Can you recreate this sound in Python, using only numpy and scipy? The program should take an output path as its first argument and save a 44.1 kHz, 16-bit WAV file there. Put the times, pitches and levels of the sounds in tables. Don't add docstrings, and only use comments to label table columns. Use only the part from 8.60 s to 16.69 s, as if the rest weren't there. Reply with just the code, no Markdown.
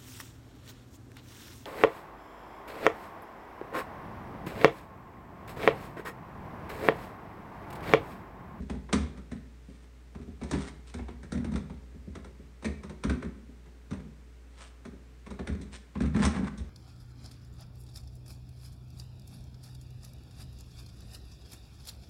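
import sys
import numpy as np
from scipy import signal
from scipy.fft import rfft, irfft, next_fast_len
from scipy.io import wavfile
from scipy.ndimage import uniform_filter1d, map_coordinates

SR = 44100
rng = np.random.default_rng(int(sys.argv[2]) if len(sys.argv) > 2 else 0)


def store_wav(level_fs):
    pcm = np.round(np.clip(np.atleast_2d(level_fs), -1, 1) * 32767)
    wavfile.write(sys.argv[1], SR, pcm.T.astype(np.int16))


N = 356901

# (time [s], clack [dB], snap re clack [dB], favoured pitch [Hz], wall knock [dB])
RIM_CONTACTS = [(0.097, -39, -12.5, 807, -31), (0.29, -45.5, -23, 970, -52),
                (0.329, -30.5, -7, 1330, -19.5), (0.573, -49, -11.5, 1270, -41.5),
                (0.715, -44.5, -11, 1680, -32.5), (1.549, -49, -15.5, 1180, -38),
                (1.813, -45, -18, 750, -32), (1.834, -43, -7.5, 830, -52), (1.911, -36.5, -4.5, 980, -30),
                (1.932, -32.5, -15, 780, -24), (2.339, -44, -5.5, 1690, -36.5), (2.39, -44, -22, 850, -40),
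                (2.483, -45, -16.5, 830, -41), (2.63, -49.5, -8, 1650, -40.5),
                (2.72, -40.5, -4, 1480, -29.5), (2.844, -42, -11.5, 820, -29.5),
                (2.918, -49, -7, 810, -28.5), (2.957, -41, -7, 1050, -31.5), (3.097, -48, -17, 840, -38),
                (3.552, -43.5, -12, 1170, -41.5), (3.644, -48.5, -10.5, 1010, -45.5),
                (4.024, -47, -8, 1010, -45), (4.045, -38.5, -7.5, 2030, -30),
                (4.053, -36.5, -10, 2200, -33), (4.233, -44.5, -9.5, 1090, -37.5),
                (4.295, -44.5, -11.5, 970, -40), (4.437, -34.5, -9.5, 1460, -23.5),
                (4.496, -33.5, -12, 1550, -26), (4.624, -40.5, -16, 1580, -34),
                (5.057, -57, -14, 950, -53.5), (5.308, -44.5, -10, 1230, -29.5),
                (5.331, -44, -11, 1010, -38.5), (6.251, -45, -10, 1310, -39.5),
                (6.663, -46, -13, 1060, -43.5), (6.704, -45, -9, 1180, -37), (6.79, -39.5, -21, 706, -33),
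                (6.872, -39.5, -10, 1670, -36.5), (7.013, -55, 3.5, 2030, -38),
                (7.354, -43, -25, 1020, -29), (7.404, -39.5, -12.5, 1530, -21),
                (7.435, -40, -20, 1210, -29), (7.546, -37, -25, 980, -19), (7.563, -35.5, -14, 1280, -27.5),
                (7.65, -36, 1, 950, -24), (7.661, -39, -4, 985, -30), (7.747, -42, -21, 910, -30),
                (7.976, -57.5, 7.5, 1050, -45.5)]
# (time [s], walls [dB], drawer boom [dB])
BELLY_BUMPS = [(0.001, -34.5, -34.5), (0.141, -31.5, -42), (0.379, -30, -36), (1.086, -43, -58),
               (1.6, -39, -44), (1.677, -39, -43), (2.357, -43, -31.5), (2.405, -44, -34),
               (2.751, -25.5, -38), (2.789, -32.5, -30.5), (2.948, -25.5, -31), (3.342, -44, -42.5),
               (3.473, -37.5, -40), (3.796, -44.5, -48), (4.653, -37.5, -35), (4.89, -46.5, -55),
               (5.388, -38, -55), (5.451, -43, -58), (6.334, -46.5, -50), (6.892, -33, -27),
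               (6.949, -34.5, -39), (7.0, -34.5, -53), (7.599, -21, -38), (7.638, -31, -25),
               (7.794, -27.5, -32), (7.83, -27, -46), (8.003, -37, -31)]
# (start [s], length [s], rasp [dB], hiss [dB])
RIM_SLIDES = [(0.328, 0.0043, -30, -30.5), (1.093, 0.15, -80, -68), (1.939, 0.15, -52, -50.5),
              (2.28, 0.034, -76, -56.5), (2.764, 0.2, -59.5, -80), (5.983, 0.1, -62, -57.5),
              (7.13, 0.029, -64, -52.5), (7.58, 0.062, -50, -55), (7.626, 0.036, -37, -39.5),
              (7.679, 0.2, -48, -60)]
# (centre [Hz], width [Hz], level [dB])
RIM_RESONANCES = [(950, 30, -14), (1053, 43, -5.5), (1315, 41, -5.5), (1810, 120, -16), (3580, 410, -5.5)]
# (frequency [Hz], level [dB], t60 [s])
RAIL_MODES = [(3350, -3, 0.16), (4520, -12, .2), (5400, -6, 0.095), (5400, -3, 0.16), (5250, 5, 0.092),
              (6120, 8, 0.16), (7250, -6, 0.13), (8720, 6, .15)]
# (frequency [Hz], level [dB], t60 [s])
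WALL_MODES = [(136.8, -5, 0.24), (151.8, -3.5, 0.45), (174, 1, 0.13), (196, -1, 0.26), (214.8, -4.5, 0.24),
              (236.9, 0, 0.21), (265, -3, 0.23), (287.8, -5, 0.12)]
PANEL_MODES = [(339.4, 0, 0.11), (371.6, -3, 0.27), (406.3, -1, .22), (432.4, -6, 0.13), (494.8, -7, 0.16),
               (546.6, -7, 0.14), (605.7, -11, 0.21), (698, -16, 0.17)]
DRAWER_MODES = [(67, 0.5, 0.15), (74.74, -4, 0.29), (91.7, -9.5, 0.14)]
# (frequency [Hz], gain [dB])
CLACK_COLOUR = [(150, -28), (400, 7), (750, 1.5), (1300, -0.5), (2200, 0), (2900, -10.5), (4500, -16.5),
                (8000, -66)]
SNAP_COLOUR = [(1200, -34), (2600, -20), (3700, 2), (4600, -5), (5800, 2), (7200, -3.5), (8800, 1.5),
               (9700, -9), (10800, -21.5), (15500, -41)]
RASP_COLOUR = [(150, -16), (400, 3), (1000, 5.5), (2100, 2.5), (2900, -20), (6000, -57)]
HISS_COLOUR = [(1500, 2), (3000, 6), (7200, -1), (8800, 3), (9700, -7), (10800, -35), (15500, -37)]
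AIR_COLOUR = [(25, -32), (60, -37), (100, -19.5), (300, -24), (450, -29.5), (750, -35), (2100, -36.5),
              (3000, -41.5), (8700, -48), (10000, -54.5), (15600, -58)]
# (frequency [Hz], rms level before swell [dB])
HUM_PARTIALS = [(60, -51), (123.8, -68.5), (269.2, -74), (430.7, -72.5), (533, -81)]
# (time [s], gain [dB])
HUM_SWELL_CURVE = [(0, 6.5), (1.3, -0.5), (2.3, 3.5), (3.2, 3.5), (3.9, 0.5), (5.0, 1), (6.6, 0.5),
                   (7.15, 4), (7.3, -4.5), (8.09, 6.5)]
# (frequency [Hz], t60 [s])
ROOM_DECAY = [(70, 0.53), (250, 0.69), (1500, 0.56), (5000, 0.44), (10000, 0.34)]

TOP_HZ = 15750
SLIDE_ATTACK_SHARE, SLIDE_RELEASE_S = 0.55, 0.029
WALL_LAG_S = 0.005
WALL_HZ, WALL_RISE_HZ_PER_DB = 216, 3.5
LIFT_S, LIFTED_WALL_HZ = 6.5, 199
SNAP_HZ, SNAP_RISE_HZ_PER_DB = 3600, 380
USUAL_CLACK_DB, USUAL_SNAP_DB, USUAL_KNOCK_DB = -42.5, -41, -29
BOOM_DB, BOOM_GROWTH_DB_PER_DB = -35.5, 0.8
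SOFT_PANEL_DB, SOFT_PANEL_GROWTH_DB_PER_DB = -42.5, 0.71


def clacks(clack_trim_db=-5, snap_trim_db=-4, rail_db=-22, crack_db=-19, clack_t60_s=0.17, snap_t60_s=0.13,
           attack_s=0.0016, softness=0.56, scuff_db=-17, lead_s=0.012):
    out = np.zeros(N)
    before_s = np.arange(SR // 3) / SR - lead_s
    t_s = np.maximum(before_s, 0)
    scuff = amp(scuff_db) * (before_s < 0) * (1 + before_s / lead_s)
    bounce = 1 + amp(6.5 - 60 * t_s / 0.035)
    for time_s, contact_db, treble_db, clack_hz, _ in RIM_CONTACTS:
        clack_noise, snap_noise, crack_noise = rng.standard_normal((3, len(t_s)))
        snap_excess_db = max(contact_db + treble_db - USUAL_SNAP_DB, 0)
        snap_hz = SNAP_HZ + SNAP_RISE_HZ_PER_DB * snap_excess_db

        closing_s = attack_s * amp(-softness * (contact_db - USUAL_CLACK_DB))
        rise = 1 - np.exp(-t_s / closing_s)
        rebounds = chatter(len(t_s), depth_db=1.5) * (scuff + rise * bounce)

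        clack = unit(filtered(clack_noise, lambda hz: plastic(CLACK_COLOUR, hz)
                              * favoured(hz, clack_hz, octaves=0.25, lift_db=7)))
        clack = amp(clack_trim_db - 60 * t_s / clack_t60_s) * clack
        snap = unit(filtered(snap_noise, lambda hz: plastic(SNAP_COLOUR, hz)
                             * favoured(hz, snap_hz, octaves=0.29, lift_db=3.5)))
        snap = amp(snap_trim_db - 60 * t_s / snap_t60_s) * snap
        crack = amp(crack_db - 60 * t_s / 0.012) * rise * crack_noise
        rail = amp(rail_db) * ringing(RAIL_MODES, t_s, attack_s=0.001, centre_hz=snap_hz,
                                      scatter_db=5, detune_share=0.003)
        treble = rebounds * snap + crack + rail
        add(out, time_s - lead_s, amp(contact_db) * (rebounds * clack + amp(treble_db) * treble))
    return out


def chatter(samples, depth_db):
    knots = np.arange(0, samples, 88)
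    return amp(depth_db * np.interp(np.arange(samples), knots, rng.standard_normal(len(knots))))


def knocks(hard_panel_db=0.0):
    out = np.zeros(N)
    for time_s, clack_db, _, _, wall_db in RIM_CONTACTS:
        boom_db = BOOM_DB + BOOM_GROWTH_DB_PER_DB * (wall_db - USUAL_KNOCK_DB)
        seated_hz = WALL_HZ + WALL_RISE_HZ_PER_DB * (clack_db - USUAL_CLACK_DB)
        centre_hz = seated_hz if time_s < LIFT_S else LIFTED_WALL_HZ
        add(out, time_s + WALL_LAG_S, blow(wall_db, boom_db, clack_db + hard_panel_db, centre_hz))
    for time_s, wall_db, boom_db in BELLY_BUMPS:
        panel_db = SOFT_PANEL_DB + SOFT_PANEL_GROWTH_DB_PER_DB * (wall_db - USUAL_KNOCK_DB)
        centre_hz = WALL_HZ if time_s < LIFT_S else LIFTED_WALL_HZ
        add(out, time_s, blow(wall_db, boom_db, panel_db, centre_hz))
    return out


def blow(wall_db, boom_db, panel_db, centre_hz, wall_trim_db=-5, boom_trim_db=-5, panel_trim_db=-5):
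    t_s = np.arange(SR // 2) / SR
    walls = ringing(WALL_MODES, t_s, attack_s=0.0013, centre_hz=centre_hz)
    drawer = ringing(DRAWER_MODES, t_s, attack_s=0.011)
    panels = ringing(PANEL_MODES, t_s, attack_s=0.0017)
    return (amp(wall_trim_db + wall_db) * walls
            + amp(boom_trim_db + boom_db) * drawer
            + amp(panel_trim_db + panel_db) * panels)


def ringing(modes, t_s, attack_s, centre_hz=None, scatter_db=2.0, detune_share=0.016):
    hz, db, t60_s = np.transpose(modes)[:, :, None]
    level, shift, phase_rad = rng.standard_normal((3, len(modes), 1))
    gain = amp(db + scatter_db * level)
    if centre_hz:
        gain = gain * favoured(hz, centre_hz, octaves=0.24, lift_db=7)
    sines = np.sin(2 * np.pi * (hz * (1 + detune_share * shift) * t_s + phase_rad / (2 * np.pi) * 2 * np.pi))
    waves = gain * amp(-60 * t_s / t60_s) * sines
    return struck(waves.sum(0) * (1 - np.exp(-t_s / attack_s)), samples=1200)


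def rattle(body, rattle_db=-25, bright_db=-15, t60_s=0.04):
    swing = np.sqrt(abs(uniform_filter1d(body ** 2, size=1500)))
    t_s = np.arange(SR // 20) / SR
    hits = abs(slips(rate_hz=150, spread_db=1.5))
    envelope = signal.fftconvolve(hits, amp(-60 * t_s / t60_s))[:N]
    taps = envelope * rng.standard_normal(N)
    ring = filtered(taps, lambda hz: plastic(CLACK_COLOUR, hz) + amp(bright_db) * plastic(SNAP_COLOUR, hz))
    return amp(rattle_db) * swing * unit(ring)


def scrapes(rasp_trim_db=-1, hiss_trim_db=-1):
    rasp_press, hiss_press = sum(amp(levels_db)[:, None] * stroke(start_s, length_s)
                                 for start_s, length_s, *levels_db in RIM_SLIDES)
    unevenness = amp(2.0 * wobble(110) + 2.64 * wobble(35))
    jerks = slips(rate_hz=3000, spread_db=0) * unevenness
    rasp = amp(rasp_trim_db) * unit(filtered(jerks, lambda hz: plastic(RASP_COLOUR, hz)))
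    hiss = amp(hiss_trim_db) * unit(filtered(jerks, lambda hz: plastic(HISS_COLOUR, hz)))
    return rasp_press * rasp + hiss_press * hiss


def stroke(start_s, length_s):
    t_s = np.arange(N) / SR - start_s
    swell = np.maximum(-t_s, 0) / (SLIDE_ATTACK_SHARE * length_s)
    release = np.maximum(t_s - length_s, 0) / SLIDE_RELEASE_S
    return amp(-20 * (swell + release))


def slips(rate_hz, spread_db):
    moments = rng.random(N) < rate_hz / SR
    return moments * rng.standard_normal(N) * amp(spread_db * rng.standard_normal(N))


def freezer(air_db=-61):
    t_s = np.arange(N) / SR
    hum = np.zeros(N)
    for hz, db in HUM_PARTIALS:
        level = amp(db + 0.4 * wobble(3)) * np.sqrt(2)
        hum += level * np.sin(2 * np.pi * hz * t_s + 0.3 * wobble(2))
    swell = amp(np.interp(t_s, *np.transpose(HUM_SWELL_CURVE)))
    rush = filtered(rng.standard_normal(N), lambda hz: amp(along(AIR_COLOUR, hz)))
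    return hum * swell + amp(air_db) * unit(rush)


def kitchen(x, onset_s=0.0011):
    out, step = np.zeros(N), SR // 3
    for start in range(0, N, step):
        hz, t_s, bins = signal.stft(rng.standard_normal(SR), SR, nperseg=256)
        decay = amp(-60 * t_s / along(ROOM_DECAY, hz)[:, None])
        tail = signal.istft(bins * decay, SR, nperseg=256)[1]
        tail = tail * (1 - np.exp(-np.arange(len(tail)) / (SR * onset_s)))
        moment = np.clip(1 - abs(np.arange(N) - start) / step, 0, 1) ** 0.5
        first = max(start - step, 0)
        source = (x * moment)[first:start + step]
        add(out, first / SR, signal.fftconvolve(source, tail / np.linalg.norm(tail)))
    return out


def plastic(colour, hz, dense_db=-4):
    power = sum(amp(db) ** 2 / (1 + (2 * (hz - centre_hz) / width_hz) ** 2)
                for centre_hz, width_hz, db in RIM_RESONANCES)
    return amp(along(colour, hz)) * np.sqrt(power + amp(dense_db) ** 2)


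def favoured(hz, centre_hz, octaves, lift_db):
    distance = np.log2((hz + 1) / centre_hz) / octaves
    return amp(lift_db * np.exp(-0.5 * distance ** 2))


def amp(db):
    return 10 ** (np.asarray(db) / 20)


def unit(x):
    return x / np.sqrt(np.mean(x ** 2) + 1e-20)


def struck(x, samples):
    return x / np.sqrt(np.mean(x[:samples] ** 2) + 1e-20)


def along(points, hz):
    f_hz, value = np.transpose(points)
    return np.interp(np.log(hz + 1), np.log(f_hz + 1), value)


def wobble(rate_hz):
    knots = rng.standard_normal(int(N * rate_hz / SR) + 4)
    return map_coordinates(knots, [np.arange(N) * rate_hz / SR])


def filtered(x, gain):
    m = next_fast_len(len(x) + 4096)
    return irfft(rfft(x, m) * gain(np.fft.rfftfreq(m, 1 / SR)), m)[:len(x)]


def add(track, time_s, sound):
    start = max(round(time_s * SR), 0)
    part = track[start:start + len(sound)]
    part += sound[:len(part)]


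def scene(rim_room_db=-8, body_room_db=-9):
    body = knocks()
    rim = clacks() + scrapes() + rattle(body)
    room = kitchen(amp(rim_room_db) * rim + amp(body_room_db) * body)
    return (rim + body + room + freezer())[None]


def record(dry):
    highpass = signal.butter(3, 45, "high", fs=SR, output="sos")
    thin = signal.sosfilt(highpass, dry[0])
    return filtered(thin, lambda hz: hz < TOP_HZ)[None]


dry = scene()
out = record(dry)
store_wav(out)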